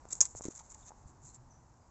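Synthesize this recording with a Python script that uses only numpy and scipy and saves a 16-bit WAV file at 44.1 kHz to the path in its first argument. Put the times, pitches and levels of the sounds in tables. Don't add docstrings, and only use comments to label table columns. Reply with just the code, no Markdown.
import sys
import numpy as np
from scipy import signal
from scipy.fft import rfft, irfft
from scipy.io import wavfile
from scipy.ndimage import uniform_filter1d

SR = 44100
rng = np.random.default_rng(int(sys.argv[2]) if len(sys.argv) > 2 else 0)


def store_pcm(level_fs):
    pcm = np.round(np.clip(level_fs, -1, 1) * 32767).astype(np.int16)
    wavfile.write(sys.argv[1], SR, np.atleast_2d(pcm).T)


N = 83790
TIME = np.arange(N) / SR


def from_db(db):
    return 10 ** (np.asarray(db) / 20)


def rms_one(x):
    return x / np.sqrt(np.mean(x ** 2) + 1e-20)


def peak_one(x):
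    return x / np.abs(x).max()


def gain_curve(rows):
    return from_db(np.interp(TIME, *np.transpose(rows)))


def gain_at(points, size):
    hz, db = np.transpose(points)
    bins = np.maximum(np.arange(size // 2 + 1) * SR / size, 1)
    return from_db(np.interp(np.log(bins), np.log(hz), db))


def click(colour, size=512):
    cepstrum = irfft(np.log(gain_at(colour, size)))
    cepstrum[1:size // 2] *= 2
    cepstrum[size // 2 + 1:] = 0
    return irfft(np.exp(rfft(cepstrum)))


def resonate(x, hz, width_hz):
    r = np.exp(-np.pi * width_hz / SR)
    zeros = np.array([1, 0, -1]) * (1 - r * r) / 2
    poles = [1, -2 * r * np.cos(2 * np.pi * hz / SR), r * r]
    return signal.lfilter(zeros, poles, x + 1e-18)


def lowpass(order, cutoff_hz):
    return signal.butter(order, cutoff_hz, fs=SR, output="sos")


def add(out, start_s, sound):
    start = int(np.clip(start_s * SR, 0, N - 1))
    out[start:start + len(sound)] += sound[:N - start]


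def random_moments(rate_per_s):
    return rng.random(N) < rate_per_s / SR


REFLECTIONS_PER_S = 1300


def tail(x, t60_s):
    arrivals = rng.standard_normal(N) * random_moments(REFLECTIONS_PER_S)
    onset = 1 - np.exp(-TIME / .002)
    response = arrivals * from_db(-60 * TIME / t60_s) * onset
    response = response / np.sqrt(np.sum(response ** 2) + 1e-20)
    return signal.fftconvolve(x, response)[:N]


# freq_hz, relative_db (per Hz)
AIR_COLOUR = [(12, -25.5), (25, -3.5), (60, -1.5), (110, -6.5), (180, -12.5), (250, -15), (360, -19),
              (580, -19), (920, -13), (1180, -19.5), (2000, -32.5), (3200, -42), (4800, -36.5),
              (6800, -27.5), (7700, -28.5), (8500, -48), (11000, -75)]
# time_s, level_db
AIR_LEVEL = [(0, -58.5), (.5, -61), (.9, -60.5), (1.4, -62), (1.9, -63)]


def outdoor_air():
    noise = irfft(rfft(rng.standard_normal(N)) * gain_at(AIR_COLOUR, N), N)
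    return rms_one(noise) * gain_curve(AIR_LEVEL)


# pitch_hz, width_hz, level_db (before the gain below)
DRONE_BANDS = [(88, 13, -71), (124, 38, -66.5), (247.8, 29, -74), (330, 79, -77.5)]
# time_s, gain_db
DRONE_SWELL = [(0, -17), (.9, -10.5), (1.1, 3.5), (1.3, 0.5), (1.6, -0.5), (1.9, -8.5)]


def far_drone():
    out = np.zeros(N)
    for hz, width_hz, db in DRONE_BANDS:
        band = resonate(rng.standard_normal(N), hz, width_hz)
        out += from_db(db) * rms_one(resonate(band, hz, width_hz))
    return out * gain_curve(DRONE_SWELL)


# freq_hz, gain_db
SNAP_COLOUR = [(100, -33.5), (500, -38.5), (950, -21.5), (1600, -23), (2100, -24.5), (2550, -23),
               (3000, -35), (3570, -20), (4150, -28.5), (4900, -13.5), (5400, -5.5), (6800, -0.5),
               (7700, -5.5), (8600, -12), (11000, -8.5), (16000, -24.5)]
STRAY_TICKS_PER_S = 14
STRAY_START_DB, STRAY_FADE_DB_PER_S = -50, 7


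def stray_ticks():
    unevenness_db = np.clip(2 * rng.standard_normal(N), -4, 4)
    sizes = from_db(STRAY_START_DB - STRAY_FADE_DB_PER_S * TIME + unevenness_db)
    ticks = sizes * random_moments(STRAY_TICKS_PER_S)
    return signal.fftconvolve(ticks, peak_one(click(SNAP_COLOUR)))[:N]


# start_s, peak_db, pitch_hz, t60_s, tick_db (against the peak)
KNOCKS = [(0.054, -39, 650, 0.0029, -10), (0.1304, -45, 450, .008, -18), (.2110, -39, 570, 0.028, -22),
          (0.2125, -42, 900, .022, -16), (0.3507, -35, 620, 0.0036, -9), (0.351, -46.5, 120, 0.07, -29),
          (0.3971, -48, 660, 0.0061, -20), (0.4091, -34, 600, 0.0028, -14),
          (.4430, -46.5, 1100, 0.013, -20), (0.4539, -30, 340, 0.012, -2), (0.4638, -36.5, 330, 0.016, -32),
          (0.4839, -28, 323, 0.018, -26), (0.5045, -46.5, 500, 0.0065, -17), (0.6069, -48, 900, 0.035, -19),
          (.7545, -51, 900, 0.03, -22), (0.9064, -44.5, 830, 0.019, -11), (.9183, -43.5, 880, .013, -19),
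          (1.0555, -44, 80.5, 0.049, -32), (1.286, -56, 120, 0.08, -30)]
# freq_hz, gain_db
STRAW_COLOUR = [(100, -23), (500, -14.5), (1000, -4), (1600, -7.5), (2300, -9.5), (3000, -16.5),
                (3700, -10.5), (4400, -11), (5300, -8), (6500, 1), (7600, 4.5), (8600, -16), (16000, -31)]
KNOCK_SOFTNESS = 2.2


def knocks():
    out, t = np.zeros(N), TIME[:SR // 10]
    tick = peak_one(click(STRAW_COLOUR))
    for start_s, db, hz, t60_s, tick_db in KNOCKS:
        swing = np.sin(2 * np.pi * hz * t) * from_db(-60 * t / t60_s)
        swing = signal.sosfilt(lowpass(2, min(KNOCK_SOFTNESS * hz, SR / 4)), swing)
        add(out, start_s, -from_db(db) * peak_one(swing))
        add(out, start_s, from_db(db + tick_db) * tick)
    return out


FIBRES_PER_S, FIBRE_SPREAD_DB = 3500, 3.5


def crackle():
    sizes = from_db(FIBRE_SPREAD_DB * np.minimum(rng.exponential(1, N), 4))
    return sizes * rng.choice([-1, 1], N) * random_moments(FIBRES_PER_S)


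# middle_s, length_s, level_db, ring_hz, body_db (gain of the body)
BRUSHES = [(0.091, 0.0075, -55.5, 7400, -3), (0.109, 0.006, -46, 7450, 1), (0.116, 0.0049, -50, 6700, -1.5),
           (0.129, 0.011, -38.5, 7370, -5), (0.164, 0.056, -53, 7100, -4), (0.23, .008, -35.5, 7100, 1),
           (0.253, .02, -42.5, 7200, -0.5), (0.305, 0.047, -56.5, 7200, -11), (0.374, 0.023, -46, 7030, -8),
           (0.424, 0.013, -51.5, 6700, -2), (0.442, 0.006, -44, 6800, 1.5), (0.462, 0.015, -48.5, 6800, 6),
           (0.4852, 0.0068, -50.5, 6200, 3), (0.516, 0.021, -52.5, 6600, 2.5),
           (0.569, 0.03, -50.5, 7150, -0.5), (.596, 0.0089, -55.5, 6200, 4),
           (0.596, 0.0049, -59.5, 2200, 7), (.61, 0.015, -60, 6940, 5), (0.655, 0.053, -63.5, 6600, 2),
           (0.702, 0.0097, -58.5, 7200, 0), (.718, 0.015, -51.5, 7200, -2), (0.746, 0.011, -55, 6760, 5),
           (0.811, 0.07, -62, 6960, 3), (0.871, 0.023, -58, 6500, -1), (0.887, 0.016, -55, 6500, 5),
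           (.99, .06, -73, 7000, -1.5), (1.088, 0.032, -64.5, 7340, 2), (1.275, 0.056, -55.5, 7100, -4.5),
           (1.352, 0.018, -54.5, 7470, -1)]
BRUSH_WIDTH_HZ, BRUSH_RING_DB = 1100, 8
BODY_BELOW_HZ = 4800


def rustle():
    out = np.zeros(N)
    fibres = signal.fftconvolve(crackle(), click(STRAW_COLOUR))[:N]
    body = signal.sosfiltfilt(lowpass(4, BODY_BELOW_HZ), fibres)
    bright = fibres - body
    for middle_s, length_s, db, ring_hz, body_db in BRUSHES:
        swell = np.exp(-2 * ((TIME - middle_s) / length_s) ** 2)
        ring = from_db(BRUSH_RING_DB) * resonate(fibres, ring_hz, BRUSH_WIDTH_HZ)
        brush = swell * (bright + from_db(body_db) * body + ring)
        evening = np.sqrt(np.sum(swell ** 2) / (np.sum(brush ** 2) + 1e-20))
        out += from_db(db) * brush * evening
    return out


# start_s, peak_db (before scatter), ring_hz
SNAPS = [(0.1272, -21, 8000), (0.1296, -23.5, 7500), (0.1308, -31, 7200), (.1307, -24, 7350),
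         (0.133, -36, 6770), (0.1336, -37, 6900), (.1533, -30, 7300), (0.2063, -9, 6700),
         (0.2075, -10.5, 7150), (.2090, -21, 6900), (.2106, -8, 6280), (0.2118, -10.5, 6900),
         (0.2135, -4, 6660), (.2157, -26.5, 6600), (0.2174, -23.5, 6600), (0.2164, -17, 6300),
         (0.222, -20.5, 7170), (0.227, -28.5, 7440), (.2302, -40.5, 7200), (0.2541, -20, 7530),
         (.3710, -48.5, 7360), (.3762, -40, 7050), (0.3879, -33.5, 7500), (0.421, -33.5, 7300),
         (0.4283, -44, 6200), (0.4398, -39, 6700), (0.453, -30.5, 7340), (0.4847, -42, 6750),
         (.5785, -37.5, 6300), (0.5524, -38, 7300), (.7030, -40, 7240), (0.7456, -40, 6700),
         (1.3473, -45.5, 7400)]
SNAP_WIDTH_HZ, SNAP_RING_DB = 850, 7.5
SCATTER_DB, SCATTER_T60_S = -11, 0.06
LATE_DB, LATE_T60_S = -25.5, .26


def snaps():
    out, crack = np.zeros(N), click(SNAP_COLOUR)
    for start_s, db, ring_hz in SNAPS:
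        ring = from_db(SNAP_RING_DB) * resonate(crack, ring_hz, SNAP_WIDTH_HZ)
        add(out, start_s, from_db(db) * peak_one(crack + ring))
    scatter = from_db(SCATTER_DB) * tail(out, SCATTER_T60_S)
    late = from_db(LATE_DB) * tail(out, LATE_T60_S)
    return out + scatter + late


# start_s, length_s, peak_db (before the echo), start_hz, end_hz
CHIRPS = [(.820, 0.022, -69.5, 3650, 3560), (1.281, .028, -71.5, 4200, 4040),
          (1.497, 0.035, -63.5, 6320, 5820), (1.516, 0.069, -70, 6060, 5930),
          (1.797, 0.047, -79.5, 4830, 4930)]
CHIRP_WAVER_HZ = 173
CHIRP_ECHO_DB, CHIRP_T60_S = -3.5, 0.39


def birds():
    out = np.zeros(N)
    wander = uniform_filter1d(rng.standard_normal(N), size=100)
    waver = CHIRP_WAVER_HZ * rms_one(wander)
    for start_s, length_s, db, start_hz, end_hz in CHIRPS:
        progress = np.clip((TIME - start_s) / length_s, 0, 1)
        hz = start_hz + (end_hz - start_hz) * progress + waver
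        whistle = np.sin(2 * np.pi * np.cumsum(hz) / SR)
        out += from_db(db) * np.sin(np.pi * progress) * whistle
    return out + from_db(CHIRP_ECHO_DB) * tail(out, CHIRP_T60_S)


def scene():
    far = outdoor_air() + far_drone() + birds()
    near = stray_ticks() + knocks() + rustle() + snaps()
    return (far + near)[None]


CUTOFF_HZ = 8800


def record(dry):
    return signal.sosfilt(signal.cheby2(10, 42, CUTOFF_HZ, fs=SR, output="sos"), dry)


dry = scene()
out = record(dry)
store_pcm(out)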